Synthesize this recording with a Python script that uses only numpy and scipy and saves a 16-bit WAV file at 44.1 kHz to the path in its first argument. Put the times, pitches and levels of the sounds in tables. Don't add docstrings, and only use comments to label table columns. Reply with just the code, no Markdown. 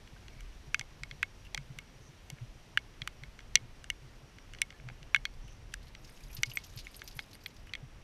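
import sys
import numpy as np
from scipy import signal
from scipy.fft import rfft, irfft, next_fast_len
from scipy.io import wavfile

SR = 44100
rng = np.random.default_rng(int(sys.argv[2]) if len(sys.argv) > 2 else 0)


def to_wav(sig):
    pcm = np.clip(np.atleast_2d(sig), -1, 1) * 32767
    pcm = np.round(pcm).astype(np.int16)
    wavfile.write(sys.argv[1], SR, pcm.T)


def invert_db(level):
    return 10 ** (np.asarray(level, dtype=float) / 20)


N = 354411
LENGTH = 4096

# pitch_hz, level_db, t60_s
TAGS = [
    [(11500, 0, .035), (11150, -6, .02), (15100, -24, .03), (4860, -20, .02)],
    [(12130, 0, .03), (12550, -10, .016), (11700, -12, .02)],
    [(9150, 0, .025), (8170, -10, .03), (9500, -4, .022)],
]
# time_s, level_db
TROT = [
    (5.7, -81),
    (6.2, -60),
    (6.56, -68),
    (7.1, -59),
    (7.7, -72),
]


def rms_one(x):
    return x / np.sqrt(np.mean(x ** 2) + 1e-20)


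def peak_one(rows):
    return rows / (np.abs(rows).max(axis=1, keepdims=True) + 1e-20)


def band(rows, low_hz, high_hz, order=3):
    sos = signal.butter(order, [low_hz, min(high_hz, 20000)], "band", fs=SR, output="sos")
    return signal.sosfilt(sos, rows)


def drift(rate):
    r = np.exp(-80 * np.pi * rate / SR)
    slow = signal.lfilter([1], [1, -2 * r, r * r], rng.standard_normal(N // 40 + 2002))[2000:]
    return np.interp(np.arange(N) / 40, np.arange(len(slow)), rms_one(slow))


def ring(clicks, hz, t60):
    r = invert_db(-60 / (t60 * SR))
    w = 2 * np.pi * hz / SR
    return signal.lfilter([0, np.sin(w)], [1, -2 * r * np.cos(w), r * r], clicks + 1e-18)


def strike(contact, modes, spread_db):
    luck = invert_db(spread_db * rng.standard_normal((len(contact), len(modes))))
    rows = 0
    for k, (hz, db, t60) in enumerate(modes):
        rows = rows + invert_db(db) * luck[:, [k]] * ring(contact, hz, t60)
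    return peak_one(rows)


def contacts(count, per_s, fade_s, first):
    rows = rng.standard_normal((count, LENGTH)) * (rng.random((count, LENGTH)) < per_s / SR)
    rows[:, 0] = -first
    return rows * np.exp(-(np.arange(LENGTH) / SR / fade_s) ** 2)


def ease(rise_s):
    return 1 - np.exp(-np.arange(LENGTH) / SR / rise_s)


def place(times, rows):
    out = np.zeros(N + LENGTH)
    for s, row in zip(times, rows):
        start = round(s * SR)
        out[start:start + LENGTH] += row
    return out[:N]


def single_modes(table):
    click = np.arange(LENGTH) == 0
    rows = np.array([band(ring(click, hz, t60), 0.31 * hz, 4.6 * hz) for s, db, hz, t60 in table])
    s, db, hz, t60 = np.array(table).T[:, :, None]
    return place(s[:, 0], invert_db(db) * peak_one(ease(0.00095) * rows))


def banded_noise(spectrum, patchy_db, rate):
    hz, db = np.transpose(spectrum)
    size = next_fast_len(N)
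    grid = np.fft.rfftfreq(size, 1 / SR) + 1e-3
    tilt_db = np.interp(np.log(grid), np.log(hz), db, left=-90, right=-90)
    coloured = rfft(rng.standard_normal(size)) * invert_db(tilt_db)
    octave = np.log2(grid / hz[0])
    together = drift(rate / 3)
    out = 0
    for k in range(int(np.log2(hz[-1] / hz[0])) + 2):
        window = np.cos(np.pi / 2 * np.clip(octave - k, -1, 1)) ** 2
        part = irfft(coloured * window, size)[:N]
        out = out + part * invert_db(patchy_db * (.6 * together + drift(rate)))
    return rms_one(out)


def street():
    # frequency_hz, level_db (per Hz)
    wind_colour = [(5.9, -8.5), (10, 0), (40, 7), (86, -7), (129, -8.5), (200, -37), (260, -24.5),
                   (440, -120)]
    traffic_colour = [(47, -29), (80, 0.5), (343, -9.5), (3000, -21), (3900, -32), (6600, -120)]
    hiss_colour = [(1060, -19), (1800, -2.5), (2790, -3), (5180, -5), (5900, -5.5), (7340, -12.5),
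                   (12000, -17.5), (13200, -21), (15200, -25.5)]
    # time_s, level_db
    gusts = [(0.0, -58), (0.18, -50.5), (2.28, -55.5), (2.48, -49), (2.68, -53.5), (4.05, -55), (5.46, -48),
             (5.91, -53.5), (6.42, -49.5), (6.96, -58), (8.04, -54)]
    # pitch_hz, width_hz, level_db
    whine_tone = (5670, 45, -77)
    t = np.arange(N) / SR
    wind = invert_db(np.interp(t, *np.transpose(gusts))) * banded_noise(wind_colour, patchy_db=3.0, rate=4.2)
    traffic = invert_db(-59.5) * banded_noise(traffic_colour, patchy_db=.5, rate=10)
    fade_db_per_s, splash_db, splash_s, splash_width_s = 0.37, 3.5, 6.78, 0.23
    splash = splash_db * np.exp(-((t - splash_s) / splash_width_s) ** 2)
    hiss_db = -65 - fade_db_per_s * t + splash
    hiss = invert_db(hiss_db) * banded_noise(hiss_colour, patchy_db=.4, rate=14)
    hz, width, db = whine_tone
    wander_hz, wander_per_s = 60, .8
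    turns = np.cumsum(hz + wander_hz * drift(wander_per_s)) / SR
    flutter = signal.sosfilt(signal.butter(2, width, fs=SR, output="sos"), rng.standard_normal(N))
    whine = rms_one(flutter * np.sin(2 * np.pi * turns)) * invert_db(db - 1.5 + 1.5 * drift(4.4))
    return wind + traffic + whine + hiss


def tick_rows():
    # time_s, peak_db of the main modes,
    # then low_db, middle_db, upper_db relative to it
    blunt = [(0.7444, -15, -11.5, -25, -16.5), (0.7943, -37.5, -3, 7, 5), (0.8112, -30.5, -20, -27, -16),
             (1.0343, -27.5, -16, -18, -12.5), (1.5753, -38, -18, -6, -10), (1.5764, -26.5, -11, -6, -15),
             (3.5554, -8, -23, 3.5, -2), (3.5714, -32.5, -29.5, -3, -20), (5.1461, -7.5, -12, -25, -27.5),
             (6.433, -14.5, -17.5, -7, -10), (6.5717, -18.5, -22, -14, -19), (6.8688, -33, -26, -13, -22),
             (7.0179, -35, -6, -5, -16)]
    sharp = [(0.4069, -48, -7, -5, -6), (1.2288, -17, -22, -13, -24), (1.2299, -14.5, -11, -27, -30),
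             (1.7872, -32.5, -14, -6, -13), (2.3012, -41, -23, -1, -1), (2.7738, -24, 4.5, 5, -17),
             (3.0751, -37, 4.5, 5, -3), (3.842, -48, 0, 1.5, -1), (3.9013, -21, -21.5, -6.5, -14.5),
             (4.5356, -43, -8, -3, -8.5), (4.6172, -27, -25, 2, 1), (4.6179, -16.5, -41, -26, -25),
             (5.1604, -36, 2, -4, -17), (5.1616, -23, -6, -2, -22), (5.7384, -50.5, -9, 13.5, 0),
             (5.74, -45, 7, 0, 7)]
    lid = [(1.1116, -37.5, -10, -0.5, -15), (1.1138, -56, -18, -8, -19), (1.5464, -34.5, -22, 5, 1.5),
           (3.0184, -37, -8, 6, -10.5), (3.2353, -37, -11, -7, -18), (5.2531, -25.5, -8, 0, -11.5),
           (7.1912, -29, -8.5, -4.5, -19), (7.4608, -37.5, -10, 6, -12), (7.7358, -33, -14, 2, -12.5),
           (7.752, -30.5, -21, -6, -19)]
    # time_s, peak_db of the main modes, hardness_db (level of the middle modes)
    faint_ticks = [(0.075, -50.5, 3), (0.282, -44, 1.5), (0.3977, -52, -2), (0.907, -54, -1),
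                   (1.466, -53, -5), (2.385, -45.5, -19), (2.939, -60, 7), (3.3906, -37.5, -5),
                   (3.405, -48.5, 2), (4.3847, -41.5, -6), (4.5482, -40, -3), (4.5863, -49, 6.5),
                   (4.7045, -41.5, -1), (4.725, -45.5, -8), (4.799, -43.5, -21), (4.8872, -34, -8),
                   (4.8993, -40, -15), (2.79, -56, 9), (5.029, -48, 4.5), (5.4457, -76, 13.5),
                   (5.8193, -65, 9), (5.9502, -44.5, 6), (6.0928, -46, -5), (7.3524, -46, -2),
                   (7.671, -44.5, -10), (7.6934, -54, 1.5)]
    low_db, upper_db = -11, -12
    faint = [(s, db, low_db, hard, hard + upper_db) for s, db, hard in faint_ticks]
    # crack_db over the upper modes, lid_db over the wall modes, lasting mode_db
    kinds = ((blunt, (-13.5, 1, -14)), (faint, (-19, -0.76, -15.5)),
             (sharp, (-4.5, -12.5, -9.5)), (lid, (-12, 10.7, -9.5)))
    return [(*row, *kind) for rows, kind in kinds for row in rows]


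def ticks():
    # pitch_hz, level_db, t60_s
    case_modes = [
        [(1640, 0, .0095), (1330, -17, .007), (1800, -10, .007)],
        [(2260, 0, .007), (2050, -8, .006)],
        [(2830, 0, .009), (2600, -9, .007)],
        [(3290, 0, .013), (2390, -1, .014), (3840, -6, .01), (4180, -6, .01), (2070, -5, .012)],
        [(4500, -8, .005), (4870, -2, 0.006), (5400, -2, 0.005), (5950, 5, 0.008), (6500, -4, .004),
         (7150, -6, .004)],
        [(8000, 8, 0.001), (8700, 4, 0.002), (10200, 0, 0.0019), (12300, 0, .003), (14000, -8, 0.003)],
    ]
    # low_hz, high_hz
    case_edges = [(1150, 2500), (1550, 3200), (2000, 3800), (1900, 5000), (3800, 7800), (6500, 13500)]
    # pitch_hz, t60_s
    case_ring = (2191, .050)
    contact_cycles = .7
    s, main_db, low_db, mid_db, upper_db, crack_db, lid_db, ring_db = np.array(tick_rows()).T[:, :, None]
    touch = contacts(count=len(s), per_s=1500, fade_s=.0012, first=3.5)
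    levels_db = (low_db + 9.0, 0, mid_db - lid_db / 2, mid_db + lid_db / 2,
                 upper_db + 9.0, upper_db + crack_db + 12.5)
    rows = invert_db(ring_db) * peak_one(band(ring(touch, *case_ring), *case_edges[1], order=1))
    for db, modes, edges in zip(levels_db, case_modes, case_edges):
        struck = ease(contact_cycles / edges[1]) * strike(touch, modes, spread_db=2)
        rows += invert_db(db) * peak_one(band(struck, *edges, order=2))
    rustle = rng.standard_normal(touch.shape) * invert_db(-60 * np.arange(LENGTH) / SR / 0.021)
    peak = np.abs(rows).max(axis=1, keepdims=True)
    rows += invert_db(-15.0) * peak * peak_one(band(rustle, 2400, 3730))
    rows = invert_db(main_db) * band(rows, 950, 15500, order=2)
    rows /= np.maximum(np.abs(rows).max(axis=1, keepdims=True) / 1.05, 1)
    return place(s[:, 0], rows)


def wobbles():
    # peak_s, peak_db, width_s
    swing_table = [(0.137, -45, .012), (0.37, -44.5, 0.013), (0.684, -46, 0.02), (0.803, -44.5, 0.02),
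                   (1.024, -44, 0.021), (1.131, -45.5, .02), (1.597, -40, 0.031), (1.71, -39, 0.014),
                   (1.775, -45.5, 0.017), (2.01, -48, 0.021), (2.098, -46, 0.017), (2.333, -37.5, 0.014),
                   (2.426, -35, 0.022), (2.557, -49, 0.019), (3.023, -40.5, 0.017), (3.233, -46, .021),
                   (3.562, -42.5, 0.0085), (3.643, -47, 0.033), (4.04, -47.5, 0.029), (4.235, -48.5, 0.016),
                   (4.868, -41, 0.059), (4.92, -44.5, .016), (4.818, -46.5, 0.017), (2.76, -50.5, 0.028),
                   (5.449, -48, .015), (5.019, -46, .013), (5.18, -47, 0.016), (6.25, -52.5, 0.037),
                   (6.393, -38, 0.019), (6.486, -39.5, 0.027), (6.771, -39.5, .017), (7.171, -42.5, 0.013),
                   (7.838, -39.5, .018)]
    mount_hz, spread_hz = 128.6, 12
    lead_s = .03
    s, db, width = np.array(swing_table).T[:, :, None]
    luck = rng.random((len(s), 2))
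    hz = mount_hz + spread_hz * (2 * luck[:, :1] - 1)
    t = np.arange(LENGTH) / SR - lead_s
    width = np.clip(width, .012, .05)
    rise = (t / (.55 * width)) ** 2
    fall = (np.abs(t) / (.7 * width)) ** 1.2
    swell = np.exp(-np.where(t < 0, rise, fall))
    thump = .12 * rms_one(band(rng.standard_normal(swell.shape), 90, 240))
    tone = np.sin(2 * np.pi * (hz * t + luck[:, 1:]))
    swings = place(s[:, 0] - lead_s, invert_db(db) * swell * (tone + thump))
    tremble = rms_one(ring(rng.standard_normal(N) * invert_db(5 * drift(6.5)), mount_hz, t60=.1))
    return swings + invert_db(-70.5) * tremble


def pings():
    # time_s, peak_db, pitch_hz, t60_s
    ping_table = [(.163, -53.5, 1560, 0.038), (1.4676, -50.5, 2770, 0.023), (4.74, -58, 1740, 0.12),
                  (5.257, -51, 4400, 0.054), (5.4804, -62, 3080, .035), (6.516, -37, 2900, 0.012),
                  (7.6934, -47.5, 2960, 0.02), (6.283, -57.5, 6220, .015), (6.352, -58, 9400, .07),
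                  (6.357, -66, 8200, .06), (6.557, -52, 8200, 0.097), (6.56, -58, 15100, .015),
                  (6.577, -52, 15100, .02), (6.373, -67, 15100, .02), (6.848, -51.5, 6900, .015),
                  (6.738, -56, 3700, .015)]
    return single_modes(ping_table)


def brushes():
    # time_s, level_db, base_hz (grains lie 1.23 to 1.4 times higher), length_s
    strokes = [
        (0.37, -68, 1700, 0.13),
        (11, -61.5, 2300, 0.2),
        (5.5, -67.5, 4500, 0.076),
        (2.06, -65, 4600, 0.043),
    ]
    t = np.arange(N) / SR
    grains = rng.standard_normal(N) * (rng.random(N) < 1500 * invert_db(4 * drift(30)) / SR)
    out = np.zeros(N)
    for s, db, hz, length in strokes:
        swell = np.exp(-((t - s) / length) ** 2)
        out += invert_db(db) * swell * rms_one(band(grains, 1.23 * hz, 1.4 * hz))
    return out


def knocks():
    # time_s, peak_db, pitch_hz, t60_s
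    knock_table = [
        (1.546, -39, 830, 0.019),
        (2.772, -78, 1030, 0.0066),
        (3.554, -43.5, 696, 0.028),
        (4.887, -49.5, 870, 0.023),
        (4.899, -48, 795, 0.02),
        (5.144, -68, 1070, 0.023),
        (7.19, -44, 840, 0.024),
        (.8113, -45, 810, 0.017),
        (2.3013, -49, 780, .015),
    ]
    return single_modes(knock_table)


def scuffs():
    # time_s, peak_db, centre_hz
    scuff_table = [(1.449, -49, 2790), (5.338, -50, 4830), (5.4791, -46.5, 2900), (5.522, -51, 3230),
                   (5.828, -47.5, 4760), (6.045, -45.5, 5040), (6.172, -50, 2940), (6.3272, -43.5, 6100),
                   (6.367, -34.5, 4870), (6.3817, -45, 2770), (6.4564, -39, 4970), (6.496, -38.5, 5060),
                   (6.514, -40, 2940), (6.551, -47, 2530), (6.584, -45, 4640), (6.6372, -39.5, 5700),
                   (6.753, -50, 4150), (6.774, -36, 4860), (6.788, -33.5, 4600), (6.797, -42, 4560),
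                   (6.844, -53, 4160), (6.9433, -38, 4790), (6.993, -42.5, 4400), (7.076, -32.5, 5250),
                   (7.1107, -41.5, 4870), (7.195, -39.5, 4300), (7.331, -41, 4550), (7.41, -54, 4480),
                   (7.505, -49.5, 4250), (7.564, -43.5, 5000), (6.336, -48, 6200), (6.466, -42, 5000),
                   (6.646, -49, 6000), (6.807, -47, 4000), (6.953, -46, 5200), (7.084, -45, 4600),
                   (7.122, -46, 5000), (7.312, -46.5, 5000), (6.599, -49, 3500)]
    stroke_s, stroke_spread_db = 0.011, 2.5
    light_paws, light_db, light_hz = 22, -49.5, 4400
    luck = rng.random((light_paws, 2))
    light = [(TROT[0][0] + 2 * a, light_db, light_hz * (b + .5)) for a, b in luck]
    s, db, hz = np.array(scuff_table + light).T[:, :, None]
    length = stroke_s * invert_db(stroke_spread_db * rng.standard_normal(s.shape))
    t = np.arange(LENGTH) / SR / np.clip(length, .002, .04)
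    stroke = t ** 0.48 * np.exp(-2.5 * t ** 0.71)
    grit = contacts(count=len(s), per_s=6400, fade_s=1, first=0) * stroke
    body = np.array([ring(row, f, 12 / f) for row, f in zip(grit, hz[:, 0])])
    skirt = band(grit, 2200, 6800)
    bright = band(grit, 6100, 11800)
    rows = peak_one(band(body, 1500, 15400)) + 0.62 * peak_one(skirt) + 0.59 * peak_one(bright)
    return place(s[:, 0], invert_db(db) * peak_one(rows))


def shimmer():
    # pitch_hz, level_db, t60_s
    strap_clips = [(4870, 22, 0.022), (5800, -3, 0.0094), (6300, 17, .015), (7340, -11, .012),
                   (3950, 16, 0.013)]
    per_s, spread_db = 20, 5
    detune = .05
    s, level_db = np.transpose(TROT)
    modes = [(hz * (1 + detune * rng.uniform(-1, 1)), db, t60) for hz, db, t60 in 2 * sum(TAGS, strap_clips)]
    span = 2 * SR + LENGTH
    born = rng.random((len(modes), span)) < per_s * invert_db(6 * drift(14)[:span]) / SR
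    size_db = spread_db * np.minimum(rng.exponential(1, span), 3)
    grains = born * invert_db(size_db) * rng.choice([-1, 1], span)
    metal = sum(invert_db(db) * ring(row, hz, t60) for row, (hz, db, t60) in zip(grains, modes))
    thin = band(grains.sum(axis=0), 3100, 12500)
    both = rms_one(rms_one(metal) + 0.65 * rms_one(thin))
    envelope_db = np.interp(s[0] + np.arange(span) / SR, s, level_db - 5, right=-130)
    out = np.zeros(N)
    start = round(s[0] * SR)
    out[start:start + span] = both * invert_db(envelope_db)
    return out


def jingles():
    # time_s, lower_tag_db, upper_tag_db, buckle_db
    strikes = [(5.931, -82, -85, -78), (6.0433, -73, -70, -71), (6.0962, -67, -68, -64),
               (6.1211, -68, -72, -70), (6.136, -70, -76, -62), (6.3107, -61, -67, -74),
               (6.3311, -49, -56, -69), (6.347, -57, -39, -62), (6.424, -62, -55, -67),
               (6.4628, -67, -74, -62), (6.4928, -61, -69, -62), (6.5032, -65, -62, -69),
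               (6.5352, -46, -62, -64), (6.5547, -52, -42, -51), (6.645, -63, -67, -74),
               (6.664, -63, -55, -76), (6.76, -56, -58, -60), (6.7871, -67, -63, -69),
               (6.84, -69, -67, -74), (6.9138, -60, -80, -64), (6.942, -69, -71, -68),
               (6.9626, -53, -61, -53), (7.0385, -67, -55, -75), (7.0774, -66, -56, -66),
               (7.151, -62, -61, -64), (7.1666, -49.5, -57, -60), (7.196, -57, -70, -75),
               (7.349, -60, -72, -58), (7.4366, -75, -57, -78), (5.8537, -69, -82, -80),
               (6.0128, -80, -72, -80), (6.173, -73, -76, -72), (6.2214, -66, -76, -78),
               (6.2832, -65, -77, -76), (6.7357, -72, -72, -74), (6.801, -68, -72, -72),
               (7.0885, -73, -73, -74), (7.3348, -66, -70, -70), (6.977, -58, -70, -60),
               (7.462, -59, -52, -58)]
    s, *levels_db = np.array(strikes).T[:, :, None]
    loudest_db = np.max(levels_db, axis=0)
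    tick_db = -66 + 0.64 * (loudest_db - loudest_db.mean())
    touch = contacts(count=len(s), per_s=900, fade_s=0.006, first=1.8)
    metal = sum(invert_db(db + 7.5) * strike(touch, modes, spread_db=5) for db, modes in zip(levels_db, TAGS))
    tick = band(touch, 6000, 14500)
    return place(s[:, 0], ease(0.00071) * band(metal, 2700, 14000) + invert_db(tick_db) * peak_one(tick))


def scene():
    case = ticks() + knocks() + wobbles() + brushes()
    dog = jingles() + shimmer() + scuffs() + pings()
    return (case + dog + street())[None]


def low_pass(x):
    return signal.sosfilt(signal.butter(12, 16520, fs=SR, output="sos"), x)


def record(dry):
    dull = signal.sosfilt(signal.cheby2(8, 30, 16500, fs=SR, output="sos"), dry)
    return low_pass(dull)


dry = scene()
out = record(dry)
to_wav(out)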